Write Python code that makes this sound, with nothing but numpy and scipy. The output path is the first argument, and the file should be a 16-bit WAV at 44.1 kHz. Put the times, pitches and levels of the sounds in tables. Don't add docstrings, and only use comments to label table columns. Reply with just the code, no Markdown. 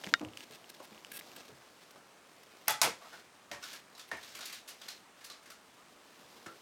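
import sys
import numpy as np
from scipy import signal
from scipy.io import wavfile
from scipy.ndimage import uniform_filter1d

SR = 44100
rng = np.random.default_rng(int(sys.argv[2]) if len(sys.argv) > 2 else 0)


def transcribe(u):
    v = np.clip(np.atleast_2d(u).T, -1, 1)
    q = np.round(v * 32767).astype(np.int16)
    wavfile.write(sys.argv[1], SR, q)


def nominal_scale(level):
    x = np.asarray(level, float) / 20
    return 10 ** x


N = 291501


def evened(x):
    return x / np.sqrt(np.mean(x ** 2) + 1e-20)


def unit(x):
    return x / np.linalg.norm(x)


def peaked(x):
    return x / np.abs(x).max()


def read(points, hz):
    f, value = np.transpose(points)
    return np.interp(np.log(hz + 1), np.log(f + 1), value)


def add(mix, s, sound):
    part = mix[round(s * SR):][:len(sound)]
    part += sound[:len(part)]


def band(x, low_hz, high_hz):
    edges = [low_hz, min(high_hz, .48 * SR)]
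    return signal.sosfilt(signal.butter(2, edges, "bandpass", fs=SR, output="sos"), x)


def ring(hz, t60, seconds=0.18):
    t = np.arange(round(seconds * SR)) / SR
    return nominal_scale(-60 * t / t60) * np.sin(2 * np.pi * hz * t)


def hiss():
    # [f/Hz, level per Hz/dB]
    hiss_colour = [(20, -50), (45, -38), (85, -11.5), (200, -6), (400, -5), (800, -5), (1200, -3),
                   (3000, -11.5), (4300, -18), (9000, -17), (15200, -40.5), (16500, -21)]
    frames, hz = N // 256 + 5, np.fft.rfftfreq(1024, 1 / SR)
    a, b, patches = rng.standard_normal((frames, 513, 3)).T
    patches = uniform_filter1d(patches, size=12, axis=0)
    patches = evened(uniform_filter1d(patches, size=14, axis=1))
    z = (a + 1j * b) * nominal_scale(read(hiss_colour, hz)[:, None] + 1.13 * patches)
    return nominal_scale(-61.5) * evened(signal.istft(z, nperseg=1024, noverlap=768)[1][:N])


def fibre_slips():
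    chance = 8000. / SR
    size = nominal_scale(1.8 * np.minimum(rng.exponential(1, N), 5)) * (rng.random(N) < chance)
    clumps = nominal_scale(1.12 * evened(uniform_filter1d(rng.standard_normal(N), size=300)))
    return size * clumps * rng.standard_normal(N)


def three_ranges(slips):
    edges_hz = (190., 1130.0), (900., 6080.0), (5000., 14600.0)
    return [evened(band(slips, *edges)) for edges in edges_hz]


def fibres(ranges, bright_db, drag_db):
    low, middle, high = ranges
    return middle + nominal_scale(bright_db) * high + nominal_scale(drag_db) * low


def cloth(ranges):
    # [t/s, level/dB]
    efforts = [(0, -54), (.1, -56.5), (.3, -61.5), (.75, -61.5), (1.02, -60.5), (1.29, -56.5), (1.5, -61.5),
               (2.18, -66), (2.66, -61), (3.3, -66), (3.55, -65.5), (4.1, -64.5), (4.9, -64.5),
               (5.1, -66.5), (5.4, -66), (5.93, -64.5), (6.4, -58.5), (6.61, -61)]
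    effort_db = np.interp(np.arange(N) / SR, *np.transpose(efforts))
    return nominal_scale(effort_db) * fibres(ranges, bright_db=-9.5, drag_db=-0.9)


def sleeve_brushes(slips, ranges):
    # [start t/s, length/s, effort level/dB, brightness level/dB]
    strokes = [(0.037, 0.011, -49, -14), (0.047, 0.052, -59, -16), (0.248, 0.003, -55, -12),
               (0.373, 0.0032, -49, -5), (0.38, 0.063, -58.5, -11), (0.51, 0.016, -63, 0),
               (0.526, 0.036, -57.5, -12), (0.694, 0.011, -54, 0), (0.742, 0.01, -57, -11),
               (0.799, 0.0075, -65, -18), (0.828, 0.029, -61, -3), (1.117, 0.0062, -46.5, 1.5),
               (1.13, 0.05, -50.5, 2), (1.19, 0.01, -46.5, -1), (1.363, 0.0055, -48, -1),
               (1.369, 0.044, -61, -23), (1.445, 0.048, -65, -13), (1.808, 0.037, -66, -11),
               (1.91, 0.007, -55.5, -2), (2.433, 0.0052, -55.5, -7), (3.117, 0.087, -70, -19),
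               (4.076, 0.023, -64, -2)]
    # [f/Hz, width/Hz, level/dB]
    answers = [(1646, 59, 4.5), (2640, 22, 2), (5570, 16, -3), (8350, 140, 1), (9240, 47, -6),
               (9900, 41, -17.5)]
    growth_db_per_s = 115
    out, t = np.zeros(N), np.arange(N) / SR
    shell = sum(nominal_scale(db) * evened(band(slips, hz - width / 2, hz + width / 2)) for hz, width, db in answers)
    shell = nominal_scale(-6) * evened(shell)
    for start, length, db, bright_db in strokes:
        since = np.clip(t - start, 0, length) - length / 2
        inside = uniform_filter1d(1. * ((t >= start) & (t <= start + length)), size=250)
        inside = inside * nominal_scale(growth_db_per_s * since)
        drag_db = -13 - 0.49 * bright_db
        out += nominal_scale(db) * inside * (fibres(ranges, bright_db, drag_db) + shell)
    return out


def ticks():
    # [t/s, peak level/dB, pitch f/Hz, treble edge level/dB]
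    tick_events = [(0.038, -29.5, 1810, -23), (0.0438, -24.5, 3070, -31), (0.0657, -30.5, 2310, -12),
                   (0.072, -28.5, 2000, -19), (0.196, -34, 3070, -13), (0.2146, -36.5, 2560, -14),
                   (0.2489, -30, 2900, -16), (0.2863, -39, 2910, -22), (0.335, -37, 3000, -21),
                   (0.373, -26.5, 3100, -13), (0.4066, -32, 2870, -15), (0.428, -42, 3850, -18),
                   (0.5104, -51, 4110, 0), (0.5352, -43, 4100, -13), (0.643, -38, 3020, -18),
                   (0.6923, -56, 2260, 2), (0.7004, -48.5, 2670, 2), (0.9287, -42, 2490, -18),
                   (0.947, -41, 2830, -16), (0.9782, -39, 2970, -18), (1.0479, -29, 3000, -15),
                   (1.1165, -35, 2420, -18), (1.211, -34, 2100, -27), (1.316, -41, 2770, -23),
                   (1.9085, -56.5, 3210, 4), (2.4289, -61, 3020, -4)]
    out = np.zeros(N)
    edge = peaked(band(signal.unit_impulse(300), 2300.0, 6700.0))
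    for s, db, hz, edge_db in tick_events:
        tone = peaked(band(ring(hz, 0.0046, .02), hz / 3.2, hz * 2.2))
        add(out, s, nominal_scale(db - 1.5) * tone)
        add(out, s, nominal_scale(db + edge_db + 13.0) * edge)
    return out


def thuds():
    # [t/s, peak level/dB, pitch f/Hz, length/s]
    pushes = [(0.067, -40.5, 199, 0.013), (0.124, -43.5, 279, 0.027), (0.208, -35, 305.4, 0.038),
              (0.225, -49, 312.7, 0.089), (0.254, -63, 222, 0.18), (0.259, -50, 105.3, 0.058),
              (0.502, -51.5, 438, 0.037), (0.801, -42, 525, 0.0057), (0.916, -51.5, 216, 0.032),
              (1.492, -49.5, 423, 0.02), (1.947, -57, 567, 0.065), (2.694, -53, 138, 0.044),
              (2.84, -38, 519, 0.041), (2.872, -37.5, 463, 0.025), (3.51, -46, 578, 0.045),
              (4.119, -42, 657, 0.025), (6.461, -47, 334, 0.035), (1.52, -56, 135, 0.049),
              (3.525, -58, 75, .05), (4.132, -55, 75, 0.044)]
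    out, t = np.zeros(N), np.arange(SR // 4) / SR
    for s, db, hz, length in pushes:
        rumble = band(rng.standard_normal(len(t)), hz / 5.1, 660.0)
        puff = evened(band(rumble, hz / 5.8, 1650.0))
        shape = peaked((1 - np.exp(-t / 0.0022)) * np.exp(-t / max(length, .005)))
        add(out, s, nominal_scale(db) * shape * (0.65 * np.sin(2 * np.pi * hz * t) + 0.49 * puff))
    return out


def snap():
    # [t/s, peak level/dB]
    snaps = [
        (0.139, -10),
    ]
    # [f/Hz, level/dB, t60/s]
    catch_tones = [(1405, -5, 0.049), (1566, 10, 0.0075), (1876, -13, 0.05), (2100, -7, 0.011),
                   (2870, -20, 0.051), (3700, 3.5, 0.0025), (3700, -28.5, 0.12), (4940, 4, 0.0018),
                   (6900, -20, 0.031), (7170, -8, 0.0087)]
    echo_s, echo_db = 0.0089, -19
    out = np.zeros(N)
    click = sum(nominal_scale(db) * ring(hz, t60) for hz, db, t60 in catch_tones)
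    click = peaked(band(band(click, 1500.0, 5760.0), 1350.0, 8000.0))
    for s, db in snaps:
        add(out, s, nominal_scale(db + 5) * click)
        add(out, s + echo_s, nominal_scale(db + echo_db) * click)
    return out


def reverberation():
    # [f/Hz, t60/s]
    room_decay = [(150, 0.05), (500, 0.23), (1500, 0.26), (4000, 0.25), (8000, 0.23), (14000, 0.15)]
    taps_in_time = rng.choice([-1., 1.], SR // 2) * (rng.random(SR // 2) < .3)
    hz, t, z = signal.stft(taps_in_time, SR, nperseg=128)
    dying = z * nominal_scale(-60 * t / read(room_decay, hz)[:, None])
    tail = signal.istft(dying, SR, nperseg=128)[1]
    build_up = 1 - np.exp(-np.arange(len(tail)) / (0.013 * SR))
    return nominal_scale(2.5) * unit(tail * build_up)


def struck_colour(hz, body_db, edge_db):
    # [f/Hz, width/Hz, level/dB]
    body_tones = [(513, 100, -10), (718, 41, 14), (926, 210, 16.5), (1077, 74, 8.5), (1300, 150, 10)]
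    impulse = signal.unit_impulse(SR // 20)
    body = sum(nominal_scale(db) * ring(f, np.log(1000) / (np.pi * width), .05) * width for f, width, db in body_tones)
    body = band(body, 540.0, 1300.0)
    tones = ring(hz, 38.0 / hz, .05) + .5 * ring(hz * 1.19, 14.0 / hz, .05)
    middle = band(impulse, 530.0 + 0.22 * hz, 6570.0)
    high = band(impulse, 3500.0, 13600.0)
    colour = nominal_scale(body_db) * unit(body) + 0.92 * unit(np.gradient(tones))
    return colour + nominal_scale(0.5 * edge_db + 5.5) * unit(middle) + nominal_scale(edge_db) * unit(high)


def strike(out, s, db, hz, body_db, edge_db, length, room_db=0):
    # [delay t/s, level/dB]
    walls = [(.0028, -1), (.0047, -6), (.0062, -8), (.017, -9), (.021, -10)]
    t = np.arange(SR // 20) / SR
    scrape = unit(rng.standard_normal(len(t)) ** 3 * t / length * np.exp(-2 * t / length))
    contact = unit(0.00073 / length * signal.unit_impulse(len(t)) + scrape)
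    heard = nominal_scale(room_db) * reverberation()
    add(heard, 0, contact)
    for delay, wall_db in walls:
        add(heard, delay * rng.uniform(0.96, 1.0), nominal_scale(wall_db) * contact)
    add(out, s, nominal_scale(db + 4) * signal.fftconvolve(heard, struck_colour(hz, body_db, edge_db)))


def taps():
    # [t/s, strength level/dB, main pitch f/Hz, low body level/dB, high edge level/dB]
    hand_taps = [
        (0.799, -35.5, 606, 3.5, -21),
        (1.955, -41, 1300, 3, -25),
        (6.4605, -24.5, 1357, -13, -36),
    ]
    out = np.zeros(N)
    for row in hand_taps:
        strike(out, *row, length=0.0045, room_db=-4)
    return out


def knocks():
    # [t/s, strength level/dB, main pitch f/Hz, low body level/dB, high edge level/dB]
    hard_knocks = [
        (2.674, -32, 2220, -6, -20),
        (2.681, -20.5, 2000, 4, 7),
        (2.8159, -16, 2210, 7.5, 8),
        (3.515, -27.5, 1880, 1, -10),
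        (4.115, -19.5, 1820, -5.5, -46),
        (4.390, -39.5, 1440, 5, 1),
        (5.3, -34, 1190, -9, -22),
        (5.3007, -33, 4000, -23, -12),
    ]
    out = np.zeros(N)
    for row in hard_knocks:
        strike(out, *row, length=0.0005)
    return out


def clatter():
    # [t/s, strength level/dB]
    landings = [
        (2.681, -7.5),
        (2.727, -27),
        (2.8165, -9),
    ]
    # [f/Hz, width/Hz, level/dB]
    hollow_tones = [(859, 32, 3), (1300, 130, 4), (1520, 62, -5), (2000, 61, -5), (2490, 140, -4),
                    (2800, 38, -10), (3380, 71, -1)]
    shell = unit(sum(nominal_scale(db) * unit(ring(hz, 3.8 / max(width, 40.), .06)) for hz, width, db in hollow_tones))
    out = np.zeros(N)
    for s, db in landings:
        heard = reverberation()
        add(heard, 0, np.array([0.8]))
        add(out, s, nominal_scale(db) * signal.fftconvolve(heard, shell))
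    return out


def bounces():
    # [t/s, peak level/dB]
    hops = [
        (2.6828, -10.5),
        (2.6854, -82),
        (2.707, -18.5),
        (2.724, -29),
    ]
    out = np.zeros(N)
    tick = peaked(band(ring(12700.0, 0.00078, .01), 8300.0, 13500.0))
    for s, db in hops:
        add(out, s, nominal_scale(db + 2) * tick)
    return out


def yarn_pulls(ranges):
    # [start t/s, length/s, effort level/dB]
    tugs = [
        (2.956, 0.31, -62.5),
        (3.594, 0.23, -51),
        (4.142, 0.28, -56.5),
        (4.313, 0.33, -52.5),
        (4.752, 0.28, -58.5),
        (5.153, 0.14, -66),
    ]
    out, t = np.zeros(N), np.arange(N) / SR
    yarn = fibres(ranges, bright_db=-12, drag_db=-16.5)
    for start, length, db in tugs:
        swell = np.abs(np.sin(np.pi * np.clip((t - start) / length, 0, 1))) ** 1.3
        out += nominal_scale(db) * swell * yarn
    return out


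def slides():
    # [t/s, strength level/dB, main pitch f/Hz]
    scrapes = [
        (3.005, -34.5, 1140),
        (3.04, -34.5, 1300),
        (3.119, -33.5, 1480),
        (3.164, -43, 1550),
    ]
    out = np.zeros(N)
    for s, db, hz in scrapes:
        strike(out, s, db, hz, body_db=-1.5, edge_db=-39, length=0.026)
    return out


def scuffs():
    # [t/s, strength level/dB, main pitch f/Hz, high edge level/dB]
    light_scuffs = [(3.6257, -30.5, 1450, -13), (3.636, -35.5, 3670, -1), (3.709, -41, 5070, -17),
                    (3.73, -36, 1720, 0.5), (3.949, -42.5, 3940, -11), (3.977, -41, 1290, -2),
                    (3.994, -38.5, 3520, -0.5), (4.165, -43.5, 1790, -2), (4.229, -38, 3840, -5.5),
                    (4.289, -43, 5340, -9), (4.35, -36, 2370, 2.5), (4.407, -28.5, 3770, -15),
                    (4.454, -40, 4500, 12), (4.494, -35, 2370, -12), (4.526, -34, 3880, 3.5),
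                    (4.676, -41, 4940, 5), (4.686, -41, 2940, 9.5), (4.814, -36, 3340, -10.5),
                    (4.882, -31, 4170, -2.5), (5.243, -44.5, 4330, 12.5), (5.209, -43, 1730, -14),
                    (5.428, -49.5, 1370, -4), (5.458, -43, 1690, -2.5), (5.501, -39, 1460, 1)]
    out = np.zeros(N)
    for s, db, hz, edge_db in light_scuffs:
        strike(out, s, db, hz, body_db=-7, edge_db=edge_db, length=0.0044)
    return out


def scene():
    slips = fibre_slips()
    ranges = three_ranges(slips)
    arriving = cloth(ranges) + sleeve_brushes(slips, ranges) + yarn_pulls(ranges)
    arriving += ticks() + snap() + bounces()
    arriving += thuds() + taps() + knocks() + clatter() + slides() + scuffs()
    port = signal.butter(3, 80., "highpass", fs=SR, output="sos")
    return (signal.sosfilt(port, arriving) + hiss())[None]


def top_cut(x):
    return signal.sosfilt(signal.butter(12, 17000, fs=SR, output="sos"), x)


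def record(dry):
    heard = signal.sosfilt(signal.butter(6, 16200., fs=SR, output="sos"), dry)
    return top_cut(heard)


dry = scene()
out = record(dry)
transcribe(out)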